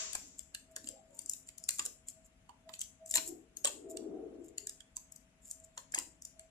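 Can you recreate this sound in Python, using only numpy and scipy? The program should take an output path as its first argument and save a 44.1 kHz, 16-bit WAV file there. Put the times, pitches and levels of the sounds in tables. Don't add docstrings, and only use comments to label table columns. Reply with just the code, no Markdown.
import sys
import numpy as np
from scipy import signal
from scipy.fft import rfft, irfft, next_fast_len
from scipy.io import wavfile
from scipy.ndimage import uniform_filter1d, map_coordinates

SR = 44100
rng = np.random.default_rng(int(sys.argv[2]) if len(sys.argv) > 2 else 0)


def wav_record(signal):
    frames = np.transpose(np.atleast_2d(signal))
    bounded = np.clip(frames, -1, 1)
    quanta = np.round(bounded * 32767).astype(np.int16)
    wavfile.write(sys.argv[1], SR, quanta)


N = 286650

# (time [s], crack level [dB], flex level [dB], crack left over right [dB])
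BREAKS = [(0.1318, -30, -50, 11), (0.1504, -24.5, -46.5, 6), (0.392, -31, -59.5, 12),
          (0.5476, -30.5, -44, 0), (0.7629, -30, -50, 4.5), (0.843, -44, -62, -5), (0.8724, -36, -52, 9),
          (0.8874, -28.5, -57.5, 4), (1.1905, -30, -58.5, 9.5), (1.26, -32.5, -82, 7), (1.296, -22, -72, 5),
          (1.314, -36, -83, 10), (1.3347, -28.5, -57.5, 0), (1.4886, -37, -57.5, 2),
          (1.581, -37, -66.5, 10), (1.639, -34, -83, 5), (1.6896, -17.5, -38, 3.5), (1.707, -26, -57, 8.5),
          (1.7844, -32, -61, 1), (1.7938, -21, -40, 4), (1.8612, -25.5, -51.5, 0.5), (2.085, -33, -59.5, 5),
          (2.4929, -52, -63, -21), (2.6913, -46, -54, -8.0), (2.7376, -39.5, -49, 4),
          (2.7913, -32.5, -72, 4), (2.8074, -33, -63, 11.0), (2.814, -26, -46.5, 0.5),
          (3.0604, -38.5, -80.5, 6), (3.1106, -24, -58, 5), (3.1401, -21, -39.5, 10),
          (3.1561, -15.5, -34, 7.5), (3.1704, -21.5, -38, 8), (3.1789, -30.5, -39, 1),
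          (3.5696, -32, -62.5, 7.5), (3.6466, -16.5, -39, 2), (3.6534, -17.5, -37, 8), (3.672, -25, -39, 9),
          (3.9707, -33, -51, -2.5), (4.581, -28, -47, 6), (4.6705, -28, -54.5, 2.5),
          (4.6939, -31.5, -57.5, -3), (4.8045, -44, -56.5, -0.5), (4.9671, -28, -58, -3),
          (5.1216, -40, -80, 8), (5.1608, -40.5, -85.5, 7.5), (5.5118, -30, -85, 3.5),
          (5.777, -33, -49.5, 8), (5.9208, -37.5, -70, 6), (5.9463, -19.5, -45.5, 7),
          (5.9785, -38, -45.5, 8), (5.9869, -21.5, -46, 3.5), (6.2214, -39, -88, 1),
          (6.2507, -33.5, -68.5, 2.0), (6.3948, -39.5, -62, 5)]
# (time [s], level [dB], pitch [Hz])
SHEET_KNOCKS = [(0.15, -42, 1264), (0.766, -45.5, 414), (1.687, -52.5, 1080), (1.792, -38.5, 1165),
                (1.854, -50.5, 455), (2.491, -47, 803), (2.691, -50, 674), (3.144, -41.5, 595),
                (3.157, -39.5, 960), (3.177, -36.5, 301), (3.646, -34.5, 1100), (3.654, -42.5, 1180),
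                (3.674, -44, 840), (4.968, -54.5, 1046), (5.775, -44, 1000), (5.939, -38, 1010),
                (5.959, -44, 880), (5.977, -38.5, 1000), (5.987, -44.5, 806)]
# (time [s], level [dB], rise [s])
CRINKLE_SWELLS = [(.03, -61, 0.26), (0.388, -48, 0.004), (0.719, -64, 0.0063), (0.871, -54, 0.022),
                  (1.18, -62.5, 0.064), (1.219, -51, 0.0032), (1.48, -54.5, 0.012), (1.75, -51, 0.043),
                  (1.855, -38.5, 0.0047), (2.092, -46.5, 0.013), (2.256, -61, 0.011), (2.745, -50, 0.015),
                  (3.073, -49, .005), (3.102, -47.5, 0.014), (3.158, -28.5, 0.012), (3.28, -41.5, .014),
                  (3.911, -49, 0.011), (4.446, -62.5, 0.021), (4.487, -55, 0.0048), (4.963, -49.5, .004),
                  (5.461, -54, 0.023), (5.507, -49, 0.019), (5.602, -57, .003), (5.642, -56.5, 0.008),
                  (5.792, -57, 0.023)]
# (frequency [Hz], gain [dB])
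CRACK_COLOUR = [(2500, -43.5), (3900, -52), (4700, -7.5), (5800, -5), (7400, 12), (8400, 5), (9500, -3),
                (12000, -9.5), (14800, -17.5), (16500, -51.5)]
# (frequency [Hz], gain [dB])
FLEX_COLOUR = [(1000, -29.5), (1650, -3.5), (2200, -5), (2900, 1), (3600, 0.5), (4600, 0), (5300, -5),
               (7000, -29.5)]
# (frequency [Hz], gain [dB])
KNOCK_COLOUR = [(120, -31), (270, -11), (400, -3), (620, -6.5), (1100, -6.5), (1400, -10.5), (2100, -6),
                (3000, -27.5)]
# (frequency [Hz], T60 [s])
HALL_T60 = [(200, 0.92), (1000, 0.28), (4000, 0.31), (7500, 0.43), (14000, 0.37)]
# (frequency [Hz], gain [dB])
HALL_GAIN = [(200, 9), (1000, 6.5), (3000, 5.5), (6000, 5.5), (8000, -2.5), (11000, 3), (15000, 7.5)]
# (frequency [Hz], relative level [dB per Hz])
AFTERRING_COLOUR = [(120, -36), (200, -9.5), (332, -20), (383, -7), (503, -12.5), (647, -14), (734, -25),
                    (1070, -0.5), (1240, -6), (2850, -1.5), (4160, -3), (7280, 7.5), (15000, -73)]
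# (time [s], level [dB], rise [s])
HUM_SWELLS = [(.03, -60.5, 0.033), (.73, -66.5, 0.037), (.97, -66, 0.061), (1.62, -67, 0.015),
              (2.178, -67.5, 0.021), (2.682, -57, 0.021), (3.031, -54.5, .018), (3.168, -54.5, 0.029),
              (3.922, -50, 0.032), (4.14, -63.5, 0.12), (5.63, -66.5, 0.035), (6.4, -62, 0.029)]
# (middle [s], level [dB], time to fall by 20 dB [s])
FAR_RUMBLES = [(1.0, -79, 0.94), (3.33, -59, 0.18), (4.14, -45, 0.4722)]
# (frequency [Hz], relative level [dB per Hz])
RUMBLE_SPECTRUM = [(100, -43), (190, -16), (300, 4.5), (430, 5.5), (540, -11.5), (720, -14), (950, -28.5),
                   (1400, -31.5), (2500, -58.5)]
# (time [s], pitch [Hz], level [dB])
FAR_BOOMS = [(.26, 278, -61.5), (0.852, 273, -57.5), (.91, 531, -61), (.97, 780, -65), (1.11, 560, -66),
             (1.16, 930, -72.5), (1.239, 277, -66.5), (3.309, 333, -47.5), (3.31, 750, -64.5),
             (3.961, 436, -51), (4.11, 209, -57), (4.13, 308, -48), (4.18, 741, -60), (4.65, 406, -64.5)]
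# (frequency [Hz], relative level [dB per Hz])
VENTILATION_COLOUR = [(15, -37.5), (28, -6), (60, -2.5), (114, -9), (212, -7.5), (263, -12), (363, -21),
                      (640, -18), (936, -23.5), (2600, -22.5), (4500, -27), (7300, -24), (9000, -26.5),
                      (11000, -26.5), (13000, -36.5), (16000, -57.5)]
# (frequency [Hz], left-right correlation [-1 to 1])
DIFFUSE_LIKENESS = [(60, 1), (130, 0.94), (300, 0.89), (640, 0.17), (1400, 0.047), (3000, -0.23)]
# (frequency [Hz], left over right [dB])
DIFFUSE_PAN = [(100, 4), (400, 5.5), (1200, 4.5), (2500, 1.5), (4500, 7.5), (8000, 3.5)]

LEAD_S = 0.006
TEAR_S, TEAR_SCATTER = 0.0021, 0.2
CRACK_S, FLEX_S, KNOCK_S = 0.00099, 0.012, 0.004
KNOCK_PAN_DB, FLEX_RIGHT_DB = -6, 9
LOOSE_DB, LOOSE_T60_S = -26.5, 0.18
BOOM_RISE_S = 0.029
TOP_HZ = 15500


def cardboard():
    near = crinkling() + loose_fibres()
    for s, *blow in BREAKS:
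        add(near, snap(*blow), s - LEAD_S)
    for s, db, pitch_hz in SHEET_KNOCKS:
        add(near, knock(db, pitch_hz), s - LEAD_S)
    far = earlier_break()
    step = SR // 5
    for start in range(0, N, step):
        add(far, hall(near[:, start:start + step], wet_db=-4.0), start / SR)
    return near + far


def snap(crack_db, flex_db, pan_db):
    length_s = TEAR_S * np.exp(TEAR_SCATTER * rng.standard_normal())
    crack = tear(length_s, fuzz=1.2, fuzz_t60_s=0.007, apart=0.7, lead_db=-17)
    flex = tear(length_s, fuzz=1.6, fuzz_t60_s=0.021, apart=0.92, lead_db=-13)
    crack_body = ring(CRACK_COLOUR, ripple_db=1.0)
    flex_body = ring(FLEX_COLOUR, ripple_db=2.5)
    return (radiate(crack, crack_body, crack_db, CRACK_S, pan_db)
            + radiate(flex, flex_body, flex_db, FLEX_S, pan_db - FLEX_RIGHT_DB))


def knock(db, pitch_hz):
    force = tear(TEAR_S, fuzz=5.4, fuzz_t60_s=0.061, apart=1.0, lead_db=-18.5)
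    body = ring(KNOCK_COLOUR, ripple_db=5.5, pitch_hz=pitch_hz, pitch_db=15.5)
    return radiate(force, body, db, KNOCK_S, KNOCK_PAN_DB)


def crinkling():
    level = sum(swell(*row, linger=1.0) for row in CRINKLE_SWELLS)
    return level * crinkle(rate_hz=1400, spread_db=8.5, flex_db=-15.5, tilt_db=2)


def loose_fibres():
    t = np.arange(SR // 2) / SR
    loosened = np.zeros((1, N))
    for s, crack_db, *_ in BREAKS:
        add(loosened, amp(crack_db + LOOSE_DB - 60 * t[None] / LOOSE_T60_S), s)
    return loosened * crinkle(rate_hz=600, spread_db=10.0, flex_db=-11.5, tilt_db=-5.5)


def crinkle(rate_hz, spread_db, flex_db, tilt_db, count=5):
    colour = [(hz, db + tilt_db * np.log2(hz / TOP_HZ * 2)) for hz, db in CRACK_COLOUR]
    grains = np.zeros((2, N))
    for _ in range(count):
        sizes = amp(spread_db * np.clip(rng.standard_normal(N), -2, 2))
        signs = np.sign(rng.standard_normal(N))
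        ticks = (rng.random(N) < rate_hz / count / SR) * sizes * signs
        body = ring(colour, ripple_db=3.0) + amp(flex_db) * ring(FLEX_COLOUR)
        force = tear(0.00091, fuzz=1.7, fuzz_t60_s=0.0027, apart=1.0)
        tick = signal.fftconvolve(force, body[None], axes=1)
        grains += signal.oaconvolve(ticks[None], unit(tick), axes=1)[:, :N]
    return sides(1.4) * unit(grains)


def tear(length_s, fuzz, fuzz_t60_s, apart, lead_db=-13, count=4, size=2048):
    lead = round(LEAD_S * SR)
    t = (np.arange(size) - lead) / SR
    jitter = rng.uniform(0, 1, count) * (np.arange(count) > 0)
    when = (np.arange(count) + jitter) / count
    position = (when * np.clip(length_s, 0, 0.02) * SR).astype(int)
    strength = amp(rng.normal(0, 2.1, count) - 0.73 * when)
    fibres = np.bincount(position, strength, size)
    envelope = amp(np.where(t < 0, lead_db + 14 * t / LEAD_S, -60 * t / fuzz_t60_s))
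    common = rng.standard_normal(size)
    shake = (common + apart * rng.standard_normal((2, size))) * envelope
    shake *= fuzz / np.linalg.norm(shake[0])
    shake[:, lead] += 1
    return signal.fftconvolve(fibres[None], shake, axes=1)[:, :size]


def ring(colour, ripple_db=0.0, pitch_hz=1000, pitch_db=0.0, ripple_hz=330, size=2048):
    hz = np.fft.rfftfreq(size, 1 / SR)
    ripple = map_coordinates(rng.standard_normal(size), [hz / ripple_hz], order=2)
    peak_db = pitch_db * resonance(hz, pitch_hz, width_hz=160)
    cepstrum = irfft(np.log(amp(along(colour, hz) + ripple_db * ripple + peak_db)))
    cepstrum[1:size // 2] *= 2
    cepstrum[size // 2 + 1:] = 0
    return irfft(np.exp(rfft(cepstrum)))


def radiate(force, body, db, held_s, pan_db):
    sound = signal.fftconvolve(force, body[None], axes=1)
    gain = amp(db) * np.sqrt(held_s * SR / sound.shape[1])
    left, right = gain * sides(pan_db) * unit(sound)
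    lag = rng.integers(7, 10)
    return np.array([left, np.roll(right, lag)])


def hall(x, wet_db, build_s=0.001, fall_s=0.24):
    hz, t, z = signal.stft(diffuse(np.ones_like, count=SR // 2), SR, nperseg=256)
    decay = amp(-60 * t / along(HALL_T60, hz)[:, None] - 10 * (t / fall_s) ** 3)
    fade = decay * (1 - np.exp(-t / build_s))
    colour = amp(along(HALL_GAIN, hz))[:, None]
    tail = signal.istft(z * fade * colour, SR, nperseg=256)[1]
    return amp(wet_db) * signal.fftconvolve(x, tail / np.linalg.norm(tail[0]), axes=1)


def earlier_break(start_db=-39, slower=2.36, fall_s=0.62):
    noise = diffuse(lambda hz: amp(along(AFTERRING_COLOUR, hz)))
    hz, t, z = signal.stft(noise, SR, nperseg=256)
    t60_s = slower * along(HALL_T60, hz)[:, None]
    fade = amp(start_db - 60 * t / t60_s - 10 * (t / fall_s) ** 3)
    return signal.istft(z * fade, SR, nperseg=256)[1][:, :N]


def machine_hum():
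    t = np.arange(N) / SR
    band = diffuse(lambda hz: resonance(hz, centre_hz=661.4, width_hz=60))
    whine = np.sin(2 * np.pi * 646 * t) + 0.4 * band
    level = amp(-79.5) + sum(swell(*row) for row in HUM_SWELLS)
    return level * unit(whine)


def rumbles():
    t = np.arange(N) / SR
    level = sum(amp(db - 20 * ((t - s) / fall_s) ** 2) for s, db, fall_s in FAR_RUMBLES)
    return level * diffuse(lambda hz: amp(along(RUMBLE_SPECTRUM, hz)))


def booms():
    out = np.zeros((2, N))
    for s, pitch_hz, db in FAR_BOOMS:
        boom = np.zeros((2, N))
        noise = diffuse(lambda hz: resonance(hz, pitch_hz, width_hz=57), count=SR)
        add(boom, noise, s - 1 / 3)
        out += swell(s, db, BOOM_RISE_S) * boom
    return out


def drone():
    def gain(hz):
        upper = resonance(hz, centre_hz=263.0, width_hz=7)
        lower = resonance(hz, centre_hz=58.3, width_hz=6.2)
        return upper + amp(-2) * lower
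    return amp(-76.0) * diffuse(gain)


def ventilation():
    return amp(-67.5) * diffuse(lambda hz: amp(along(VENTILATION_COLOUR, hz)))


def diffuse(gain, count=N):
    def spread(hz):
        turn = np.arccos(np.clip(along(DIFFUSE_LIKENESS, hz), -1, 1)) / 2
        return gain(hz) * np.array([np.cos(turn), np.sin(turn)])
    mid, side = filtered(rng.standard_normal((2, count)), spread)
    stereo = np.array([mid + side, mid - side])
    return unit(filtered(stereo, lambda hz: sides(along(DIFFUSE_PAN, hz))))


def swell(s, db, rise_s, linger=2.05):
    t = np.arange(N) / SR - s
    u = np.where(t < 0, t, t / linger) / rise_s
    return amp(db) * np.exp(2.0 * (1 - np.sqrt(1 + u ** 2)))


def resonance(hz, centre_hz, width_hz):
    return 1 / (1 + (2 * (hz - centre_hz) / width_hz) ** 2)


def filtered(x, response):
    n = x.shape[-1]
    m = next_fast_len(n + SR // 4)
    return irfft(rfft(x, m) * response(np.fft.rfftfreq(m, 1 / SR)), m)[..., :n]


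def along(points, hz):
    f, v = np.transpose(points)
    return np.interp(np.log(hz + 1), np.log(f + 1), v)


def sides(db):
    g = amp(np.array([db, -db]).reshape(2, -1) / 2)
    return g / np.sqrt(np.mean(g ** 2, axis=0))


def amp(db):
    return 10 ** (np.asarray(db) / 20)


def unit(x):
    return x / np.sqrt(np.mean(x ** 2) + 1e-20)


def add(out, x, s):
    start = max(round(s * SR), 0)
    n = min(x.shape[1], out.shape[1] - start)
    out[:, start:start + n] += x[:, :n]


def scene():
    workshop = machine_hum() + rumbles() + booms() + drone() + ventilation()
    return cardboard() + workshop


def suppress(x, threshold_db=-97, depth_db=-11, above_hz=3200):
    hz, t, z = signal.stft(x, SR, nperseg=1024)
    power = np.mean(np.abs(z) ** 2, axis=0)
    power = uniform_filter1d(power, size=3, axis=0)
    power = np.abs(uniform_filter1d(power, size=2, axis=1))
    closed = 1 / (1 + (power / amp(threshold_db) ** 2) ** 2)
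    reach = 1 / (1 + (above_hz / (hz[:, None] + 1)) ** 6)
    return signal.istft(z * amp(depth_db * closed * reach), SR, nperseg=1024)[1][:, :N]


def record(dry):
    return filtered(suppress(dry), lambda hz: 1 / (1 + (hz / TOP_HZ) ** 80))


dry = scene()
out = record(dry)
wav_record(out)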